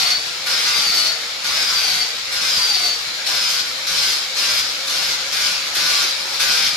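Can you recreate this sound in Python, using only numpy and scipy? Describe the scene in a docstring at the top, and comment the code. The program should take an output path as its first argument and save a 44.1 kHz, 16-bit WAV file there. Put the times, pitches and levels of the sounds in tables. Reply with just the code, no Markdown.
"""An angle grinder with a sanding disc works a piece of wood in a vice, beside a wall.
It opens inside a stroke: grit hisses as noise, over a scrape and gear whine made of sines on turns of the disc.
Each stroke slows the disc, so scrape and whine slide down in pitch; after the lift the disc stays slow briefly,
then speeds up again under the steady noise of the motor fan, with a faint hiss left over.
Three more long strokes follow, then seven shorter ones; sparse echoes surround the work."""
import sys
import numpy as np
from scipy import signal
from scipy.fft import rfft, irfft
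from scipy.io import wavfile
from scipy.ndimage import uniform_filter1d

SR = 44100
rng = np.random.default_rng(int(sys.argv[2]) if len(sys.argv) > 2 else 0)


def store_wav(level_fs):
    """Save 16-bit WAV to argv[1]."""
    pcm = np.round(np.clip(np.atleast_2d(level_fs), -1, 1) * 32767)
    wavfile.write(sys.argv[1], SR, pcm.T.astype(np.int16))


def linear_from_db(decibels):
    """Turn decibels (scalar or array-like) into linear amplitude factors; 0 gives 1."""
    return 10 ** (np.asarray(decibels, float) / 20)


N = 298116  # samples
RING_TEETH, PINION_TEETH = 37, 10  # bevel gear: ring on the disc shaft, pinion on the rotor


def evened(x):
    """Scales to rms 1."""
    return x / np.sqrt(np.mean(x ** 2) + 1e-20)


def read(points, hz):
    """Reads a spectrum table at the given frequencies, along a log frequency axis."""
    f, value = np.transpose(points)
    return np.interp(np.log(hz + 1), np.log(f + 1), value)


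def lift_db(modes, hz):
    """How far a set of resonances raises a spectrum."""
    gain = sum(linear_from_db(db) / (1 + (2 * (hz - f) / width) ** 2) for f, width, db in modes)
    return 20 * np.log10(1 + gain)


def wander(count, seconds):
    """Slow random curves, one a row, of rms 1 taken together."""
    size = max(round(seconds * SR / 256), 1)
    steps = rng.standard_normal((count, N // 256 + 2))
    steps = evened(uniform_filter1d(steps, size, axis=1))
    return np.array([np.interp(np.arange(N) / 256, np.arange(len(row)), row) for row in steps])


def noise(field_db, patchy_db):
    """Two partly alike channels of random short-time spectra; field_db(hz, t) is their colour."""
    # likeness of the two channels: pitch_hz, likeness (0 to 1)
    likeness = [(60, 0.18), (180, 0.24), (520, 0.71), (1550, 0.12), (4560, 0.12), (13500, 0.13)]
    frames, hz = N // 256 + 5, np.fft.rfftfreq(1024, 1 / SR)[:, None]
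    a, b, c, d, patches = rng.standard_normal((frames, 513, 5)).T
    patches = uniform_filter1d(patches, size=3, axis=0)  # across frequency
    patches = evened(uniform_filter1d(patches, size=10, axis=1))  # across time
    same = np.clip(read(likeness, hz), 0, 1)
    left = a + 1j * b
    right = same * left + np.sqrt(1 - same ** 2) * (c + 1j * d)
    spectra = np.array([left, right])
    spectra *= linear_from_db(field_db(hz, np.arange(frames) * 256 / SR) + patchy_db * patches)
    return signal.istft(spectra, nperseg=1024, noverlap=768)[1][:, :N]


def tones(turns, rows, drift_db, seconds):
    """Sines on multiples of a shaft, roughened by random swells and phase slips, partly separate in the two ears."""
    out = np.zeros((2, N))
    for multiple, db in rows:
        swell, both_slip, *ear_slips = wander(count=4, seconds=seconds)
        phase = 2 * np.pi * (multiple * turns + rng.random())
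        phase = phase + .5 * both_slip + 0.68 * np.array(ear_slips)
        level = linear_from_db(db + drift_db * np.clip(swell, -3, 1.5))
        out += np.sqrt(2) * level * np.cos(phase)
    return out


def timbre_db(hz, body_db, fine_db):
    """The wood's low body and the finest grit colour the sanding."""
    body = body_db / (1 + (hz / 2200) ** 4) / (1 + (500 / (hz + 1)) ** 2)
    fine = fine_db / (1 + (7000 / (hz + 1)) ** 6)
    return body + fine


def stroke(t):
    """Controls at times t: load sags the disc speed and, with pressure, sets whine, sideband, body and grit."""
    # the strokes: touch_s, lift_s, press_db (grit hiss level), whine_db (at full sag),
    # side_mid_db and side_end_db (lower sideband against the whine, early and at the lift),
    # body_db (low body of the wood), spit_db (fine grit at the touch)
    strokes = [(-.47, 0.111, -18.5, -23.5, -10, -2, 1.5, 13), (0.459, 1.07, -19.5, -25.5, -1, 1, 3, 6),
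               (1.436, 1.995, -20, -24.5, -0.5, -5, 2, 3), (2.314, 2.88, -20.5, -22.5, -1, -9, -0.5, 5),
               (3.257, 3.578, -19.5, -27, 6, -18, -2.5, 4), (3.863, 4.139, -18.5, -27, 2, -9, -4.5, 3.5),
               (4.352, 4.6, -18, -27.5, 0, 0, -2.5, -1), (4.868, 5.118, -20.5, -33, 6, -14, -0.5, 5.5),
               (5.319, 5.519, -18.5, -34, -13, -18, -3, 5), (5.744, 6.044, -18, -29.5, 3, -17, -1, 8.5),
               (6.392, 6.68, -18, -30.5, 6, -6, 1, 7)]
    # S-curve slowing of each: touch_speed_hz, slowest_hz (both turns per s), sag_s, bend (under 1 sags early)
    sags = [(142, 123.4, .57, 1.26), (145.3, 121.5, .645, .7), (145, 123.7, .535, .97),
            (144.8, 123.3, .547, .9), (146.6, 134.1, .345, 1.2), (147.3, 136.5, .3, 1.18),
            (146.1, 136.8, .27, 1.36), (147.4, 142.3, .252, 1.2), (149.4, 145.9, .212, 1.14),
            (151.5, 142.4, .357, .78), (150.2, 137.3, .3, 1.09)]
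    # target of the hiss between strokes: time_s, level_db
    idle_hiss = [(.4, -32), (1.4, -32), (3.8, -30.5), (5.2, -28), (6.4, -27)]
    coast_s = .09  # the disc stays slow after the lift, then speeds up evenly until the next touch
    bite_s, settle_db, settle_s, release_s = 0.011, -4.5, 0.081, 0.1  # pressure jumps, settles in, dies away
    spit_s, spit_share = 0.028, 0.56  # finest grit spits at the touch; share that reaches the whole hiss
    dull_db, dull_s = -2.5, 0.043  # finest grit is dullest this long after the lift
    whine_slope_db, whine_rise_s = 8., 0.069  # dB for tenfold sag; the teeth load up after the touch
    whine_hold_s, whine_fade_db_per_s, whine_idle_db = .02, -165, -52
    body_db_per_sag = -0.3973  # the body thins for each turn per s lost
    body_idle_db, body_idle_s = 2.5, 0.24  # and fills between strokes

    k = np.searchsorted([row[0] for row in strokes], t, "right") - 1
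    touch, lift, press_db, top_db, mid_db, end_db, wood_db, spit_db = np.transpose(strokes)[:, k]
    fast, slow, sag_s, bend = np.transpose(sags)[:, k]
    since, after = t - touch, np.maximum(t - lift, 0)

    sagged = np.sin(np.pi / 2 * np.clip(since / sag_s, 0, 1) ** bend) ** 2
    knots = [(s[1] + coast_s, g[1]) for s, g in zip(strokes, sags)]
    knots = sorted(knots + [(s[0], g[0]) for s, g in zip(strokes, sags)])
    recovering = np.interp(t, *np.transpose(knots))
    speed_hz = np.where(after > coast_s, recovering, fast - (fast - slow) * sagged)

    idle_db = np.interp(t, *np.transpose(idle_hiss))
    held = np.minimum(since / bite_s, 1) * np.exp(-after / release_s)
    spit = spit_db * np.exp(-since / spit_s)
    pressed_db = press_db + settle_db * np.exp(-since / settle_s) + spit_share * spit
    pressure_db = idle_db + held * (pressed_db - idle_db)

    whine_db = top_db + whine_slope_db * np.log10(sagged + 0.02)
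    whine_db = whine_db + 20 * np.log10(np.clip(since / whine_rise_s, 1e-3, 1))
    whine_db = whine_db + whine_fade_db_per_s * np.maximum(after - whine_hold_s, 0)
    side_db = whine_db + mid_db + (end_db - mid_db) * np.clip(since / (lift - touch), 0, 1) ** 4
    whine_db, side_db = np.maximum(whine_db, whine_idle_db), np.maximum(side_db, whine_idle_db)

    idle = np.minimum(after / body_idle_s, 1)
    body_db = (wood_db + body_db_per_sag * (fast - speed_hz)) * (1 - idle) + body_idle_db * idle
    fine_db = spit + dull_db * after / dull_s * np.exp(1 - after / dull_s)
    return speed_hz, pressure_db, whine_db, side_db, body_db, fine_db


def grit(turns):
    """Grains tear the wood; the disc runs slightly out of true, so the hiss throbs once a turn."""
    # colour of the hiss: pitch_hz, relative_density_db (per Hz)
    colour = [(15, -50), (25, -19), (238, -18.5), (677, -13.5), (1060, -11.5), (1520, -10), (1780, -14),
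              (2140, -7.5), (2860, -7.5), (4580, 0), (5360, -2), (6440, -8), (8150, -16.5), (12100, -17),
              (13000, -18.5)]
    throb = 1 + 0.13 * np.cos(2 * np.pi * turns) + 0.048 * np.cos(4 * np.pi * turns + 5.3)
    chatter = linear_from_db(1.02 * wander(count=1, seconds=.03))  # the hand's grip trembles
    hiss = noise(lambda hz, t: read(colour, hz) + timbre_db(hz, *stroke(t)[4:]), patchy_db=2.6)
    return evened(hiss * throb * chatter)


def scrape(turns, speed_hz, pressure_db, colour):
    """The same grains meet the wood every turn: multiples of disc speed, loud as they cross the wood's modes."""
    # what repeats each turn, joined by straight lines: disc_speed_multiple, relative_level_db
    per_turn = [(5, -36), (9, -24), (11, -21), (13, -26), (16, -21), (22, -23), (25, -21), (33, -24),
                (35, -22), (39, -24)]
    # modes of the clamped piece: pitch_hz, width_hz, level_db
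    wood = [(1180, 90, 0), (1500, 160, 2), (2050, 150, -4), (2340, 150, -6)]
    touch_db = -25  # pressure at which the scrape is halved, as the disc leaves the wood
    gear_orders = (RING_TEETH - 1, RING_TEETH)
    orders = [k for k in range(per_turn[0][0], per_turn[-1][0] + 1) if k not in gear_orders]
    rows = []
    for k, db in zip(orders, np.interp(orders, *np.transpose(per_turn))):
        hz = k * speed_hz
        rows.append((k, db + lift_db(wood, hz) + timbre_db(hz, *colour)))
    touching = 1 / (1 + linear_from_db(4 * (touch_db - pressure_db)))
    return linear_from_db(1.5) * touching * tones(turns, rows, drift_db=2.8, seconds=.09)


def gears(turns, speed_hz, whine_db, side_db, t):
    """Tooth mesh whine with its once-a-turn sideband, the hum of the rotor, and a faint lower tone,
    an alias of the whine that falls by nearly as many Hz."""
    # casing mode rung by the hum: pitch_hz, width_hz, level_db
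    casing = [(540, 60, 3)]
    rotor_db = -55  # before the casing raises it
    alias_shift_hz, alias_db = 3828, -18.5  # downward shift (then 0.97 of the pitch), level against the whine
    teeth = [(RING_TEETH, whine_db), (RING_TEETH - 1, side_db)]
    mesh = tones(turns, teeth, drift_db=3.2, seconds=.03)
    shifted = RING_TEETH * turns - alias_shift_hz * t
    alias = tones(shifted, [(0.97, whine_db + alias_db)], drift_db=4.0, seconds=0.015)
    ratio = RING_TEETH / PINION_TEETH  # rotor turns per disc turn
    hum_db = rotor_db + lift_db(casing, ratio * speed_hz)
    hum = tones(ratio * turns, [(1, hum_db)], drift_db=0.5, seconds=.03)
    return mesh + alias + hum


def fan():
    """Cooling air roars through the housing and rings its cavities."""
    # colour of the roar: pitch_hz, relative_density_db (per Hz)
    roar = [(15, -54), (25, -21), (152, -13.5), (401, -15.5), (508, -8), (880, -6.5), (952, -10),
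            (1200, -5), (1300, -0.5), (1880, -2.5), (3090, -5.5), (4460, -7.5), (13000, -26)]
    # cavities of the housing: pitch_hz, width_hz, level_db
    housing = [(2263, 160, 2), (4200, 1340, 9), (5350, 200, 10.5), (7050, 590, 10)]
    air = noise(lambda hz, t: read(roar, hz) + lift_db(housing, hz), patchy_db=2.2)
    return linear_from_db(-26.5) * evened(air)


def wall(x):
    """Sparse taps of random sign dying away: wall, bench and floor throw the sound back."""
    t = np.arange(SR // 3) / SR
    signs = rng.choice([-1., 1.], (2, len(t)))
    sparse = rng.random((2, len(t))) < .05
    taps = signs * sparse * (t > .004) * linear_from_db(-60 * t / 0.12)  # falls 60 dB in 0.12 s
    return signal.fftconvolve(x, taps / np.linalg.norm(taps[0]), axes=1)[:, :N]


def scene():
    """Grit, the scrape that repeats each turn and the gears, near a wall, with the fan."""
    t = np.arange(N) / SR
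    speed_hz, pressure_db, whine_db, side_db, *colour = stroke(t)
    turns = np.cumsum(speed_hz) / SR
    sanding = linear_from_db(pressure_db) * (grit(turns) + scrape(turns, speed_hz, pressure_db, colour))
    work = sanding + gears(turns, speed_hz, whine_db, side_db, t)
    return work + linear_from_db(-8.0) * wall(work) + fan()


def top_cut(x):
    """Nothing passes above the cut-off."""
    return signal.sosfilt(signal.butter(12, 14080, fs=SR, output="sos"), x)


def record(dry):
    """Two microphone ports of unlike colour, under a band limit."""
    # balance of the ports: pitch_hz, left_minus_right_db
    lean = [(60, 3.5), (180, 3.5), (520, 1.5), (1550, 1), (4560, 3.5), (13500, -4)]
    hz = np.fft.rfftfreq(N, 1 / SR)
    ports = linear_from_db(read(lean, hz) * np.array([[.5], [-.5]]))
    ports = ports * (hz < 13100)  # top of the band
    mix = irfft(rfft(dry) * ports, N)
    return top_cut(mix)


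dry = scene()
out = record(dry)
store_wav(out)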